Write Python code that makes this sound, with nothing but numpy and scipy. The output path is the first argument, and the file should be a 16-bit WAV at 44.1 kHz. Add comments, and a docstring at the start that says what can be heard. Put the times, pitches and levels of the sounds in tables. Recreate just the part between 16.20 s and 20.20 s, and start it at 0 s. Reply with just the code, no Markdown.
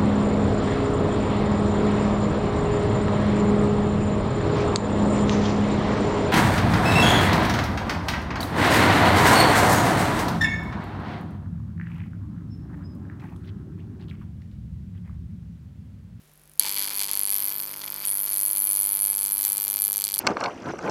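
"""A mains-fed high-voltage arc at a glass bulb, the microphone close by in a quiet room, almost mono.
First corona ticks over the supply's hum. At 0.4 s the gap breaks down with a crack. The arc then
restrikes every half-cycle: a thump of heated air, a sharp snap and a whistling train of tiny sparks,
with a frying hiss and sputters in between. From about 3.1 s it falters, misses strikes and cracks hard."""
import sys
import numpy as np
from scipy import signal
from scipy.fft import rfft, irfft, next_fast_len
from scipy.io import wavfile
from scipy.ndimage import uniform_filter1d

SR = 44100
rng = np.random.default_rng(int(sys.argv[2]) if len(sys.argv) > 2 else 0)


def materialize(psi):
    """Save the field psi as 16-bit PCM at rate SR to the path in sys.argv[1].

    A 1-D psi becomes a single channel; in a 2-D psi each row is a channel.
    """
    bounded = np.clip(np.atleast_2d(psi).T, -1, 1)
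    quanta = np.round(bounded * 32767).astype(np.int16)
    wavfile.write(sys.argv[1], SR, quanta)


N = 176400

# Strength of the spark trains. Each row: time in seconds, level in dB on even, then odd half-cycles.
TRAIN_LEVELS = [(0.41, -9, -10), (0.56, -5, -1.5), (0.72, -9, -8), (0.81, -4, 0), (0.895, -15, -11),
                (0.913, -16, 3), (1.05, -9, 2.5), (1.11, 4, -1), (1.35, -1.5, -4), (1.6, -14, -13),
                (1.72, -2, -23), (1.844, -8.5, -9), (1.851, 3.5, 3), (1.93, 0, 0), (2.5, 2, 5.5),
                (3.05, 0, .5), (3.55, 2.5, -1), (3.76, 7, -9), (3.8, -4, -14), (4.0, -8, -20)]
# Pitch of the spark trains. Each row: time in seconds, sparks a second.
SPARK_RATE = [(.4, 11700), (1.1, 11250), (1.35, 13000), (1.83, 13300), (1.89, 10000), (1.94, 11700),
              (2.6, 11100), (3.5, 11840)]
# Strength of the restrike snaps. Each row: time in seconds, relative level in dB.
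SNAP_LEVELS = [(0.41, -10), (0.48, -8.5), (0.52, -13), (0.55, -8), (0.77, -19), (0.8, -5), (0.87, -14),
               (1.15, -15.5), (1.5, -24.5), (1.83, -24.5), (2.4, -20.5), (3.2, -17.5), (4.0, -14)]
# The arc's unsteadiness. Each row: time in seconds, strike scatter in dB, lag between polarities in seconds.
UNREST = [(.4, 1.6, -.00008), (1, 1.5, -.00015), (1.6, 1, -.00053), (1.9, 0, -.0005), (2.4, 3.5, -.0002),
          (2.85, 2.4, -.00005), (3.4, 2, .00025), (4, 4.5, .0004)]
# Frying between strikes. Each row: time in seconds, level in dB.
FRY_LEVELS = [(.4, -37), (.47, -39.5), (.6, -38.5), (.9, -40.5), (1.05, -45.5), (1.15, -42), (1.5, -49),
              (1.8, -46), (1.86, -42), (1.95, -47.5), (2.8, -50), (2.92, -46.5), (3.02, -48.5),
              (3.2, -49.5), (3.27, -47), (3.35, -52), (4, -57.5)]
# Hard breakdowns. Each row: time in seconds, relative levels of snap and of spark train in dB.
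BREAKDOWNS = [(.3956, 5, -2), (0.3965, 4, 13), (3.2406, -4, -2), (3.2508, 3, 6), (3.5105, -4.5, 1),
              (3.6206, -4, 5), (3.6503, -3.5, 3), (3.7301, -3, 3.5), (3.77, -5, -1), (3.8101, -3, -5),
              (3.8407, 4, 2), (3.8505, -2, 0), (3.8801, -6, -2), (3.9411, 4, 2.5), (3.9496, -7, -3),
              (3.9812, -4, 2), (3.9904, 1, 5)]
# The flame's low sputters and bright crackles. Each row: start in seconds, relative level in dB.
SPUTTERS = [(0.447, -24.5), (0.466, -23), (1.839, -34.5), (3.239, -36), (3.262, -32)]
CRACKLES = [(1.399, -26.5), (1.538, -27.5), (1.616, -27), (1.637, -27.5), (1.677, -25.5), (1.848, -26.5),
            (2.076, -29)]
# Each sound's spectrum at the microphone. Each row: frequency in Hz, relative level in dB.
SNAP_COLOUR = [(250, -35), (900, -38.5), (1500, -17), (1900, -12.5), (2300, -4.5), (2780, -8), (3350, -2),
               (3850, -8), (4250, 3.5), (4800, 1), (5250, -5), (5650, -14), (6200, 0), (6900, -10),
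               (7800, -1), (8700, -7), (9600, 2), (11500, -5), (15300, -11), (16500, -39)]
TRAIN_COLOUR = [(5000, -12), (8000, -9), (8700, -11.5), (9600, 6.5), (10200, -4.5), (11000, 7),
                (12000, 0.5), (12650, -1), (13300, 4.5), (14000, -3.5), (15300, -13), (16500, -22)]
THUMP_COLOUR = [(40, -64), (100, -5), (200, 0), (300, 1.5), (600, 0.5), (740, -6.5), (910, 5.5), (1300, 1),
                (1800, -2.5), (2600, -20.5)]
FRY_COLOUR = [(100, -25), (350, -7.5), (650, -9.5), (950, -1.5), (1700, -5.5), (2300, 2.5), (2800, -4),
              (3300, 2), (3850, -3.5), (4500, 6), (5600, -5), (6300, -3), (7500, -11.5), (11000, -4),
              (16000, -44)]
SPUTTER_COLOUR = [(150, -14), (720, -8.5), (950, 8), (1300, -9.5), (3000, 0.5), (7000, -32)]
ROOM_TONE_COLOUR = [(12, -32), (20, -8), (96, -12.5), (150, -11), (434, -12.5), (802, -17), (8650, -25),
                    (13900, -22.5), (16000, -31)]
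# The supply's hum. Each row: frequency in Hz, rms level in dB.
SUPPLY_HUM = [(50.06, -70.5), (150.18, -63)]
# Echoes off nearby surfaces. Each row: delay in seconds, gain as a factor.
NEAR_ECHOES = [(.00055, 0.058), (.00085, 0.06), (.0013, 0.05), (.003, 0.055), (.0034, 0.087)]
# The room's reverberation. Each row: frequency in Hz, seconds to fall by 60 dB.
ROOM_DECAY = [(200, 0.04), (700, 0.22), (2000, 0.048), (6000, 0.16), (14000, 0.1)]

STRIKE_HZ = 100.12  # two restrikes a mains cycle
LIT_S, FIRST_RESTRIKE_S, FALTER_S = .3975, .4044, 3.12  # the arc lights, restrikes, grows unstable
THUMP_DB, SNAP_DB, TRAIN_DB = -22.4, 3, 5.5
TRAIN_CEILING_DB = 3.5  # ahead of TRAIN_DB: a restrike draws no more than the supply gives
JITTER_S, MISS_SHARE, MISS_DB = .000016, .02, -10
FALTER_JITTER_S, FALTER_MISSES, FALTER_THUMP_DB = .00022, .5, -3  # added as the arc falters
ROOM_TONE_DB, REVERB_DB, SIDE_DB = -61, -17, -44.5


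def amp(db):
    """Decibels to amplitude."""
    return 10 ** (np.asarray(db) / 20)


def unit(x):
    """x scaled to an rms of one."""
    return x / np.sqrt(np.mean(x ** 2) + 1e-20)


def at_hz(points, hz):
    """A curve read on a log frequency axis."""
    freqs, values = np.transpose(points)
    return np.interp(np.log(hz + 1), np.log(freqs + 1), values)


def at_time(rows, s):
    """Each column of a curve at the times s."""
    times, *columns = np.transpose(rows)
    return [np.interp(s, times, column) for column in columns]


def highpass(x, hz, order=2):
    """The part of x above hz."""
    return signal.sosfilt(signal.butter(order, hz, "high", fs=SR, output="sos"), x)


def coloured(x, colour, size=4096):
    """x through a causal filter of unit energy."""
    db = np.maximum(at_hz(colour, np.fft.rfftfreq(size, 1 / SR)), -90)
    cepstrum = irfft(np.log(amp(db)))
    cepstrum[1:size // 2] *= 2  # fold to minimum phase
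    cepstrum[size // 2 + 1:] = 0
    ring = irfft(np.exp(rfft(cepstrum)))
    return signal.fftconvolve(x, ring / np.linalg.norm(ring))[:N]


def pulses(s, gain, size=8):
    """Impulses placed between samples."""
    pos = np.ravel(s)[:, None] * SR
    index = np.floor(pos).astype(int) + np.arange(1 - size, size + 1)
    shape = np.sinc(index - pos) * np.sinc((index - pos) / size) * np.ravel(gain)[:, None]
    return np.bincount(np.clip(index, 0, N).ravel(), shape.ravel(), N + 1)[:N]


def room_tone():
    """The still room and the supply's hum, behind everything."""
    t = np.arange(N) / SR
    hum = sum(np.sqrt(2) * amp(db) * np.sin(2 * np.pi * (hz * t + rng.random())) for hz, db in SUPPLY_HUM)
    return hum + amp(ROOM_TONE_DB) * unit(coloured(rng.standard_normal(N), ROOM_TONE_COLOUR))


def room_reverb(x, rise_s=.00044):
    """The room's short tail, each band dying at its own pace."""
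    hz, t, bands = signal.stft(rng.standard_normal(SR // 2), SR, nperseg=256)
    decay = amp(-60 * t / at_hz(ROOM_DECAY, hz)[:, None])
    tail = signal.istft(bands * decay, SR, nperseg=256)[1]
    tail *= 1 - np.exp(-np.arange(len(tail)) / SR / rise_s)
    return signal.fftconvolve(x, tail / np.linalg.norm(tail))[:N]


def corona(first_s=.0167, width_s=.00056, start_db=-56, db_per_s=34):
    """Before the breakdown, a puff of fizz once a mains cycle, growing with the voltage."""
    t = np.arange(N) / SR
    from_puff_s = (t - first_s + 1 / STRIKE_HZ) % (2 / STRIKE_HZ) - 1 / STRIKE_HZ
    puffs = np.exp(-.5 * (from_puff_s / width_s) ** 2)
    level = amp(start_db + db_per_s * t) * puffs * (t < LIT_S)
    return coloured(rng.standard_normal(N) * level, TRAIN_COLOUR)


def frying(grain_db=16.4):
    """Grainy hiss that follows the current between strikes."""
    t = np.arange(N) / SR
    current = .52 + np.sin(np.pi * STRIKE_HZ * (t - FIRST_RESTRIKE_S)) ** 2
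    grain = np.tanh(unit(uniform_filter1d(rng.standard_normal(N), size=60)))
    hiss = unit(coloured(rng.standard_normal(N) * amp(grain_db * grain) * current, FRY_COLOUR))
    return hiss * amp(at_time(FRY_LEVELS, t)[0]) * (t > LIT_S)


def pops(per_s=80, gain_db=6, spread_db=2):
    """Tiny random pops in the flame, following the level of its frying."""
    when, rarity = rng.random((int(per_s * N / SR), 2)).T
    s = LIT_S + when * (N / SR - LIT_S)
    db = at_time(FRY_LEVELS, s)[0] + gain_db - spread_db * np.log(rarity + .02)
    return coloured(pulses(s, amp(db)), FRY_COLOUR)


def spits(events, colour, rise_s, decay_s):
    """Short noisy spits of the flame."""
    s, db = np.transpose(events)
    age = np.maximum(np.arange(N) / SR - s[:, None], 0)
    envelopes = np.exp(-age / decay_s) * (1 - np.exp(-age / rise_s))
    return coloured(rng.standard_normal(N) * (amp(db) @ envelopes), colour)


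def sputters():
    """The flame's low, slower sputters and brighter, quicker crackles."""
    low = spits(SPUTTERS, SPUTTER_COLOUR, rise_s=.0017, decay_s=.0032)
    return low + spits(CRACKLES, FRY_COLOUR, rise_s=.00031, decay_s=.0022)


def spark_trains(s, db, count=13, rate_spread=.035, spacing_jitter=.13, max_width_s=.00014):
    """At each time a run of tiny sparks swells and fades at its own pace, so fast that it whistles."""
    chance = rng.standard_normal((len(s), count + 1))
    hz = at_time(SPARK_RATE, s)[0] * (1 + rate_spread * np.clip(chance[:, 0], -2, 2))
    offset_s = (np.arange(count) - count // 2 + spacing_jitter * chance[:, 1:]) / hz[:, None]
    width_s = max_width_s * amp(.42 * np.clip(db, -12, 0))  # stronger trains last longer
    swell = np.exp(-.5 * (offset_s / width_s[:, None]) ** 2)
    swell /= swell.sum(axis=1, keepdims=True)
    sparks = pulses(s[:, None] + offset_s, amp(db)[:, None] * swell)
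    return amp(TRAIN_DB) * coloured(highpass(sparks, hz=4000), TRAIN_COLOUR)


def cracks(count=4, length_s=.0008, snap_gain_db=-1):
    """The first breakdown and the late hard restrikes: a few big sparks at uneven gaps, and a train."""
    s, snap_db, train_db = np.transpose(BREAKDOWNS)
    offset_s = length_s * (np.arange(count) + rng.random((len(s), count)) - 1) / count
    gain = np.repeat(amp(snap_db + snap_gain_db), count) / np.sqrt(count)
    sparks = highpass(pulses(s[:, None] + offset_s, gain), hz=4000)
    return coloured(sparks, SNAP_COLOUR) + spark_trains(s + .00028, train_db)


def restrikes():
    """Each half-cycle relights the arc; the two polarities differ in timing and strength.
    As it falters, its timing loosens, its thumps weaken and one polarity often barely whistles."""
    strike = np.arange(int((N / SR - FIRST_RESTRIKE_S) * STRIKE_HZ) + 1)
    s, odd = FIRST_RESTRIKE_S + strike / STRIKE_HZ, strike % 2
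    scatter_db, lag_s = at_time(UNREST, s)
    falter = np.interp(s, [FALTER_S, N / SR], [0, 1])
    time_draw, train_draw, snap_draw, thump_draw = np.sqrt(3) * rng.uniform(-1, 1, (len(s), 4)).T
    missed = rng.random(len(s)) < odd * (MISS_SHARE + FALTER_MISSES * falter)
    s = s + lag_s * (.5 - odd) + (JITTER_S + FALTER_JITTER_S * falter ** 2) * time_draw
    even_db, odd_db = at_time(TRAIN_LEVELS, s)
    train_db = np.where(odd, odd_db, even_db) + scatter_db * train_draw
    train_db = np.minimum(train_db, TRAIN_CEILING_DB) + MISS_DB * missed
    snap_db = at_time(SNAP_LEVELS, s)[0] + SNAP_DB + scatter_db * snap_draw
    thump_db = THUMP_DB + 1.8 * (odd - .5) + FALTER_THUMP_DB * falter ** 2 * (1 + thump_draw) / 2
    to_crack_s = np.abs(s[:, None] - np.transpose(BREAKDOWNS)[0]).min(axis=1)
    soft = to_crack_s > .5 / STRIKE_HZ  # otherwise a crack replaces the snap and train
    snaps = coloured(pulses(s[soft], amp(snap_db[soft])), SNAP_COLOUR)
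    thumps = coloured(pulses(s - .0002, amp(thump_db)), THUMP_COLOUR)
    return spark_trains(s[soft], train_db[soft]) + snaps + thumps


def scene():
    """The arc up close and centred, the room behind it; only the treble differs a little left to right."""
    arc = restrikes() + cracks() + frying() + pops() + sputters() + corona()
    echoes = signal.fftconvolve(arc, pulses(*np.transpose(NEAR_ECHOES)))[:N]
    mid = arc + echoes + amp(REVERB_DB) * room_reverb(arc) + room_tone()
    side = amp(SIDE_DB) * room_reverb(highpass(arc, hz=1500, order=10))
    return np.array([mid + side, mid - side])


def record(dry):
    """The recorder keeps nothing above its band limit."""
    size = next_fast_len(N + SR // 2)
    in_band = np.fft.rfftfreq(size, 1 / SR) < 16600  # Hz
    return irfft(rfft(dry, size) * in_band, size)[:, :N]


dry = scene()
out = record(dry)
materialize(out)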